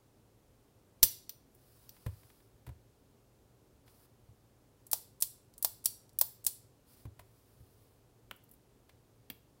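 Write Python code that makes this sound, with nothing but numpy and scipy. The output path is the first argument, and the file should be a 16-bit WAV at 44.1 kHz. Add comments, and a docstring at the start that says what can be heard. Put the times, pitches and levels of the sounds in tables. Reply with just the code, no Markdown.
"""Light ticks and hard steel clacks: a revolver, side plate off, is put together over a bench in a small, quiet room.
A sprung part snaps home, the frame bumps the bench, the action is worked three times, the gun is laid down;
a few light taps and scratches follow. Metal contacts are coloured noise bursts with ringing frame modes and pings.
The bench booms and thuds in low modes, skin hisses on steel, and a short diffuse tail, air and hum lie behind."""
import sys
import numpy as np
from scipy import signal
from scipy.fft import rfft, irfft
from scipy.io import wavfile
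from scipy.ndimage import uniform_filter1d

SR = 44100
rng = np.random.default_rng(int(sys.argv[2]) if len(sys.argv) > 2 else 0)


def bounce(signal):
    """Save signal as a 16-bit WAV file at the path given by the first command-line argument."""
    frames = np.transpose(np.atleast_2d(signal))
    limited = np.clip(frames, -1, 1)
    pcm = np.round(limited * 32767).astype(np.int16)
    wavfile.write(sys.argv[1], SR, pcm)


N = 423360

# Events that both the steel and the bench answer: times in s, levels in dB
SNAP_S, SNAP_DB = 1.0298, -13  # the sprung part snaps home
TAP_S, TAP_DB = 8.3113, -45.5  # a light tap on the bench once the gun is put down
TOOL_S, TOOL_DB = 9.3005, -41  # a tool is knocked at the side of the bench
# the frame lands on the bench: (time [s], steel level [dB], boom peak [dB])
FRAME_LANDINGS = [(2.063, -48.5, -29.5), (2.6662, -55, -64), (2.675, -63, -42.5), (2.6899, -60.5, -39),
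                  (7.053, -61, -38.5), (7.193, -52, -54)]


def gain_of(db):
    """Decibels to an amplitude factor."""
    return 10 ** (np.asarray(db) / 20)


def unit(x):
    """Scales a sound to energy 1."""
    return x / np.sqrt(np.sum(x ** 2) + 1e-20)


def read(points, hz):
    """Joins (frequency [Hz], value) points by straight lines over log frequency."""
    f, value = np.transpose(points)
    return np.interp(np.log(hz + 1), np.log(f + 1), value)


def add(mix, s, sound):
    """Lays a sound into the mix at time s, cut at the end of the mix."""
    part = mix[round(s * SR):][:len(sound)]
    part += sound[:len(part)]


def coloured(x, points, size=2048):
    """Causal minimum-phase filter through (frequency [Hz], gain [dB]): nothing sounds ahead of a blow."""
    log_gain = np.log(gain_of(read(points, abs(np.fft.fftfreq(size, 1 / SR)))))
    taps = np.fft.ifft(np.exp(np.conj(signal.hilbert(log_gain)))).real
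    return signal.fftconvolve(x, taps[:size // 2])[:len(x)]


def whitened(x, smooth_hz=450):
    """Evens out the broad humps of a burst's spectrum and keeps its fine grain."""
    spectrum = rfft(x)
    width = max(3, int(smooth_hz * len(x) / SR))
    power = uniform_filter1d(abs(spectrum) ** 2, width)
    return irfft(spectrum / np.sqrt(abs(power) + 1e-9), len(x))


def ring(modes, t):
    """The dying sines of a struck object, from (frequency [Hz], level [dB], t60 [s])."""
    return sum(gain_of(db - 60 * t / t60) * np.sin(2 * np.pi * hz * t) for hz, db, t60 in modes)


def contacts():
    """Every touch of metal in the handling: (time [s], level [dB], kind, extra level of its ping [dB])."""
    # trigger pulls: (time of the lock [s], lock level [dB], tick lead [s], tick level [dB],
    # hammer lag [s], extra level of the springs' ping [dB])
    trigger_pulls = [(4.914, -33, 0.047, -53, 0.017, -15), (5.6257, -31, 0.046, -49.5, 0.021, 5),
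                     (6.188, -31, .057, -69, .0241, 14)]
    # trigger releases: (time of the second tick [s], clack lag [s], extra level of the springs' ping [dB])
    trigger_releases = [(5.2097, 0.013, -10), (5.8479, 0.0093, 14.5), (6.4482, 0.017, 4)]
    # small bright clicks that ring briefly: (time [s], level [dB])
    bright_clicks = [(1.2937, -38.5), (1.8923, -48.5)]
    # the finger takes up the trigger's slack: (time [s], level [dB])
    slack_clicks = [(5.538, -64), (6.0925, -64.5)]
    # dull, faint touches of metal as things are handled: (time [s], level [dB])
    dull_touches = [(1.9648, -66), (2.232, -65.5), (2.301, -64.5), (2.403, -71), (3.8787, -64.5),
                    (8.893, -61)]
    # thin, faint scratches of handling: (time [s], level [dB])
    faint_scratches = [(1.548, -60.5), (8.3623, -61), (8.438, -62), (8.4908, -64), (8.5125, -54.5),
                       (8.537, -59.5)]
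    slip_lead_s, slip_db = 0.0044, -52.5
    shudder_lag_s, shudder_db = .0033, -15.5
    hammer_db = -22  # the mainspring gives every fall the same force
    reset_gap_s, first_tick_db, second_tick_db, return_db = .006, -47.5, -41.5, -22

    # the sprung part slips just before it snaps home and shudders just after
    rows = [(SNAP_S - slip_lead_s, slip_db, "snap", 0),
            (SNAP_S, SNAP_DB, "snap", 0),
            (SNAP_S + shudder_lag_s, shudder_db, "shudder", 0),
            (TAP_S, TAP_DB, "tap", 0),
            (TOOL_S, TOOL_DB, "tool", 0)]
    # each pull: a tick, the cylinder locking, then the hammer
    for s, lock_db, lead, tick_db, lag, ping_db in trigger_pulls:
        rows += [(s - lead, tick_db, "tick", ping_db),
                 (s, lock_db, "lock", ping_db),
                 (s + lag, hammer_db, "hammer", ping_db)]
    # each release: two ticks as the parts reset, then the clack of the return
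    for s, lag, ping_db in trigger_releases:
        rows += [(s - reset_gap_s, first_tick_db, "tick", ping_db),
                 (s, second_tick_db, "tick", ping_db),
                 (s + lag, return_db, "return", ping_db)]
    # "settle" and "rattle" are mere labels of a tone colour: small and bright, dull and faint
    for kind, table in [("settle", bright_clicks), ("take-up", slack_clicks), ("rattle", dull_touches),
                        ("landing", FRAME_LANDINGS), ("scratch", faint_scratches)]:
        rows += [(s, db, kind, 0) for s, db, *_ in table]
    return rows


def chatter(t, contact, rise=.00018, t60=.033, drop_db=-7.0, uneven_db=0.5, uneven_hz=2500):
    """Steel faces chatter in a dense, uneven burst; the gripping hand soon damps what is left."""
    after = np.maximum(t - contact, 0)
    fall_db = drop_db * np.minimum(after / contact, 1) - 60 * after / t60
    grain, force = rng.standard_normal((2, len(t)))
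    force_db = uneven_db * np.interp(t * uneven_hz, np.arange(len(t)), force)
    return grain * (1 - np.exp(-t / rise)) * gain_of(fall_db + force_db)


def lockwork(bass_db=-20, level_db=0, damping=.6, typical_contact=0.0014, hold_t60=0.037, spot_db=3):
    """Each contact is a burst in its own colour that passes the steel frame and sets it ringing."""
    # contact by kind: (chatter time [s], frame ring against the burst [dB], then colour against 9.5 kHz:
    # knock at 800 Hz [dB], clack at 2.2 kHz [dB], clink at 5 kHz [dB], edge at 14 kHz [dB])
    touch_by_kind = {"snap": (.002, -26, -9.5, -4.5, 7, 11), "shudder": (.004, -25, -27.5, -14.5, -6.5, 4),
                     "settle": (.0021, -24, -9, -1, 10.5, 14), "take-up": (.0018, -23, -11, -12, 4, -2),
                     "tick": (.002, -23, -21, -26, -13, -2), "lock": (.0026, -23, -24, -23, -9.5, 2.5),
                     "hammer": (.0022, -23.5, -2.3, -14, -1.3, 4.6),
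                     "return": (.0028, -22, -22.5, -20, -6.5, -.5), "rattle": (.0035, -25, 12, 15, 5, 2),
                     "landing": (.004, -25, 13, 10, -3, 1.5), "tap": (.0005, -38, 11, 17.5, -1, 5.5),
                     "tool": (.0023, -24, -5, 14.5, 2.5, 13), "scratch": (.0034, -23, -10, -18, -16, 6)}
    # where knock, clack, clink, reference and edge lie: (frequency [Hz])
    colour_hz = [800, 2200, 5000, 9500, 14000]
    # modes of the frame, ahead of colour and spot: (frequency [Hz], level [dB], t60 [s])
    frame_modes = [(2600, -7, .2), (3575, -4, .25), (4210, -4, .25), (4580, -3, .3), (5450, -4, .3),
                   (5740, -7, .3), (6930, -6, .22), (7980, -2, .32), (8480, -3, .24), (9500, -6, .25),
                   (10350, -4, .28), (10920, -5, .26), (12400, -5, .24), (13130, -5, .25), (14220, -3, .21),
                   (14660, -3, .21)]
    # bands the hand-damped frame favours or swallows: (centre [Hz], width [Hz], gain [dB])
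    body_bands = [(670, 90, 3), (980, 82, 4), (1390, 170, -3), (2750, 480, -2), (3530, 170, 1.5),
                  (4420, 150, 2.5), (6581, 350, -4), (8000, 120, 1), (8950, 210, -0.5), (10800, 298.5, 2.5)]
    t, out = np.arange(SR // 3) / SR, np.zeros(N)
    hz = np.arange(0, SR // 2, 20)
    body_db = sum(db * np.exp(-.5 * ((hz - f) / width) ** 2) for f, width, db in body_bands)
    span = np.sqrt(SR / 100)  # a burst's energy is its level held for a hundredth of a second

    for s, db, kind, _ in contacts():
        contact, ring_db, knock, clack, clink, edge = touch_by_kind[kind]
        contact = np.clip(contact, .0003, .0045)
        # parts this small hardly radiate below the knock
        colour = [(290, knock + bass_db), (620, knock)]
        colour += list(zip(colour_hz, [knock, clack, clink, 0, edge]))

        # a brief touch also dies sooner
        burst_t60 = hold_t60 * (contact / typical_contact) ** damping
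        burst = chatter(t, contact, t60=burst_t60)
        burst = whitened(burst) * (t < t[-1] / 2)
        burst = unit(coloured(burst, np.transpose([hz, read(colour, hz) + body_db])))

        # the spot that is struck decides which modes speak most
        struck_modes = [(f, mode_db + read(colour, f) + spot_db * rng.uniform(-1, 1), t60)
                        for f, mode_db, t60 in frame_modes]
        steel = unit(ring(struck_modes, t))
        add(out, s, gain_of(db + level_db) * span * (burst + gain_of(ring_db) * steel))
    return out


def springs(rise=0.0004):
    """Springs, pins and other parts sing in short pings at certain kinds of contact."""
    # pings by kind, ahead of the contact's extra: (frequency [Hz], level against the contact [dB], t60 [s])
    pings_by_kind = {"snap": [(12260, -9, .046), (5880, -4.5, 0.043), (5740, -36.5, 0.22),
                     (12500, -31, .3)], "settle": [(9000, -22, 0.34), (5860, -1.5, 0.031),
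                     (14200, 8, .012)], "lock": [(13300, -5, .015), (14500, 2, .008), (15200, 5, 0.0087)],
                     "hammer": [(12840, -1, .009), (15000, 0, 0.012)], "return": [(5630, -9, 0.0095),
                     (4490, -39.5, 0.25)], "tap": [(1395, 17, 0.0063), (2950, 15, 0.0064)],
                     "tool": [(277, -8, .08), (3270, 7, 0.014), (2790, -1.5, 0.03), (4850, -3, 0.024),
                     (13250, 1, .02)]}
    t, out = np.arange(SR // 3) / SR, np.zeros(N)
    for s, db, kind, ping_db in contacts():
        if kind in pings_by_kind:
            ping = ring(pings_by_kind[kind], t) * (1 - np.exp(-t / rise))
            add(out, s, gain_of(db + ping_db) * ping)
    return out


def blows():
    """What reaches the bench: (time [s], boom peak [dB], thud against the boom [dB])."""
    # a hand bumps the bench: (time [s], boom peak [dB])
    hand_bumps = [(4.288, -50), (7.604, -49)]
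    # the harder the striker, the more thud
    snap_boom_db, snap_thud_db = -43.5, 0
    tap_boom_db, tap_thud_db = -65, 7.5
    tool_boom_db, tool_thud_db = -55.5, 3.5
    landing_thud_db, hand_thud_db = -15, -19
    action_boom_db, action_thud_db = -59, -10  # hammer and return come through the resting hands

    rows = [(SNAP_S, snap_boom_db, snap_thud_db),
            (TAP_S, tap_boom_db, tap_thud_db),
            (TOOL_S, tool_boom_db, tool_thud_db)]
    rows += [(s, boom_db, landing_thud_db) for s, _, boom_db in FRAME_LANDINGS]
    rows += [(s, boom_db, hand_thud_db) for s, boom_db in hand_bumps]
    rows += [(s, action_boom_db, action_thud_db)
             for s, _, kind, _ in contacts() if kind in ("hammer", "return")]
    return rows


def bench(thud_t60=.09, slap_db=-9, slap_t60=.012, swing_s=.009):
    """The top booms in its low modes, with a dull thud of crowded higher ones and a short slap at the touch."""
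    # modes of the bench top, relative levels: (frequency [Hz], level [dB], t60 [s])
    bench_modes = [(76.4, -4.5, 0.17), (105.4, -4, 0.17), (117, -1, 0.082), (178.9, -19.5, 0.097),
                   (264, -15.5, 0.057)]
    thud_colour = [(40, -13.5), (150, -1.5), (280, -2), (550, -6.0),
                   (1000, -17.0), (2000, -27), (6000, -46.0)]  # (frequency [Hz], gain [dB])
    slap_colour = [(200, 0.5), (700, 1), (1500, -6.5), (5000, -29.5)]
    t, out = np.arange(SR // 2) / SR, np.zeros(N)
    boom = ring(bench_modes, t) * (1 - np.exp(-t / swing_s))  # the heavy top takes a moment to swing
    boom = boom / abs(boom).max()
    for s, db, thud_db in blows():
        slow, quick = rng.standard_normal((2, len(t)))
        thud = coloured(slow * gain_of(-60 * t / thud_t60), thud_colour)
        slap = coloured(quick * gain_of(-60 * t / slap_t60), slap_colour)
        knock = np.linalg.norm(boom) * (unit(thud) + gain_of(slap_db) * unit(slap))
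        add(out, s, gain_of(db) * (boom + gain_of(thud_db) * knock))
    return out


def rubbing(grain_db=1.0, grain_hz=90):
    """Soft hiss of skin on steel and bench that catches and slips as the grip changes."""
    # rubs: (start [s], end [s], rms level ahead of the fades [dB], share of time spent fading [0-1],
    # gain at 1.2 kHz [dB])
    skin_rubs = [(1.395, 2.63, -66.5, 0.66, 2), (3.857, 4.068, -67.5, 0.1, 5),
                 (6.827, 7.086, -63, 0.83, -3), (7.1, 8.099, -72.5, 0.57, 3.5)]
    # colour of the hiss above that: (frequency [Hz], gain [dB])
    skin_colour = [(2000, -5), (3600, -3), (5000, 2.5), (6500, -6), (10000, 3), (14000, 2.5), (16000, 5)]
    out = np.zeros(N)
    for start, end, db, fade, low_db in skin_rubs:
        hiss, catch = rng.standard_normal((2, 2 * SR))
        t = np.arange(int((end - start) * SR)) / SR
        slips = gain_of(grain_db * np.interp(t * grain_hz, np.arange(len(catch)), catch))
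        colour = [(300, low_db - 7.0), (1200, low_db)] + list(skin_colour)
        rub = unit(coloured(hiss[:len(t)] * slips, colour))
        add(out, start, gain_of(db) * np.sqrt(len(t)) * rub * signal.windows.tukey(len(t), fade))
    return out


def jolt(s=1.0315, peak_db=-30, rise=.003):
    """The hard snap jolts the hands and shoves air at the microphone in one soft, deep push."""
    u, out = np.arange(SR // 5) / SR / rise, np.zeros(N)
    add(out, s, gain_of(peak_db) * u * np.exp(1 - u))
    return out


def room(x, delay=.005, build=0.003):
    """The walls answer with a short diffuse tail, each band dying at its own speed."""
    # decay of the tail: (frequency [Hz], t60 [s])
    tail_t60 = [(200, 0.54), (1000, 0.29), (4000, 0.4438), (8000, 0.3947), (15000, 0.26)]
    # colour of the tail, relative: (frequency [Hz], level [dB])
    tail_colour = [(200, -7), (600, -10), (1100, -2.5), (2200, -3), (4500, -4.5), (9000, -4.5), (15000, -1)]
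    hz, t, bands = signal.stft(rng.standard_normal(2 * SR // 3), SR, nperseg=256)
    decay_db = 60 * t / read(tail_t60, hz)[:, None]
    bands = bands * gain_of(read(tail_colour, hz)[:, None] - decay_db)
    tail = signal.istft(bands, SR)[1]
    tail = tail * np.clip((np.arange(len(tail)) / SR - delay) / build, 0, 1)
    return signal.fftconvolve(x, unit(tail))[:N]


def room_tone(waver=0.26, air_db=-66, hum_hz=117.4, hum_db=-76.5):
    """Steady low rush of air, shaped from noise, with a faint electric hum wavering in level and phase."""
    # colour of the air, relative: (frequency [Hz], level per Hz [dB])
    air_colour = [(15, -43.5), (25, -14.5), (55, -5), (82, -8.5), (113, -2), (169, -13), (274, -10.5),
                  (349, -14.5), (378, -10.5), (410, -12), (598, -17.5), (666, -20), (741, -20), (1950, -32),
                  (15500, -36)]
    hz = np.fft.rfftfreq(N, 1 / SR)
    air = unit(irfft(rfft(rng.standard_normal(N)) * gain_of(read(air_colour, hz)), N))
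    slow = unit(irfft(rfft(rng.standard_normal(N)) * np.exp(-hz / 5), N)) * np.sqrt(N)
    phase = 2 * np.pi * hum_hz * np.arange(N) / SR + slow[::-1]
    hum = unit((1 + waver * slow) * np.sin(phase))
    return np.sqrt(N) * (gain_of(air_db) * air + gain_of(hum_db) * hum)


def scene(room_db=-14.5):
    """Gun, hands and bench close to the microphone, the room behind them."""
    near = lockwork() + springs() + bench() + rubbing()
    return (near + gain_of(room_db) * room(near) + jolt() + room_tone())[None]


def record(dry, edge_hz=16000):
    """The recorder's band limit: a linear-phase low-pass."""
    low_pass = signal.firwin(201, edge_hz, window=("kaiser", 8), fs=SR)
    return signal.oaconvolve(dry, low_pass[None], "same")


dry = scene()
out = record(dry)
bounce(out)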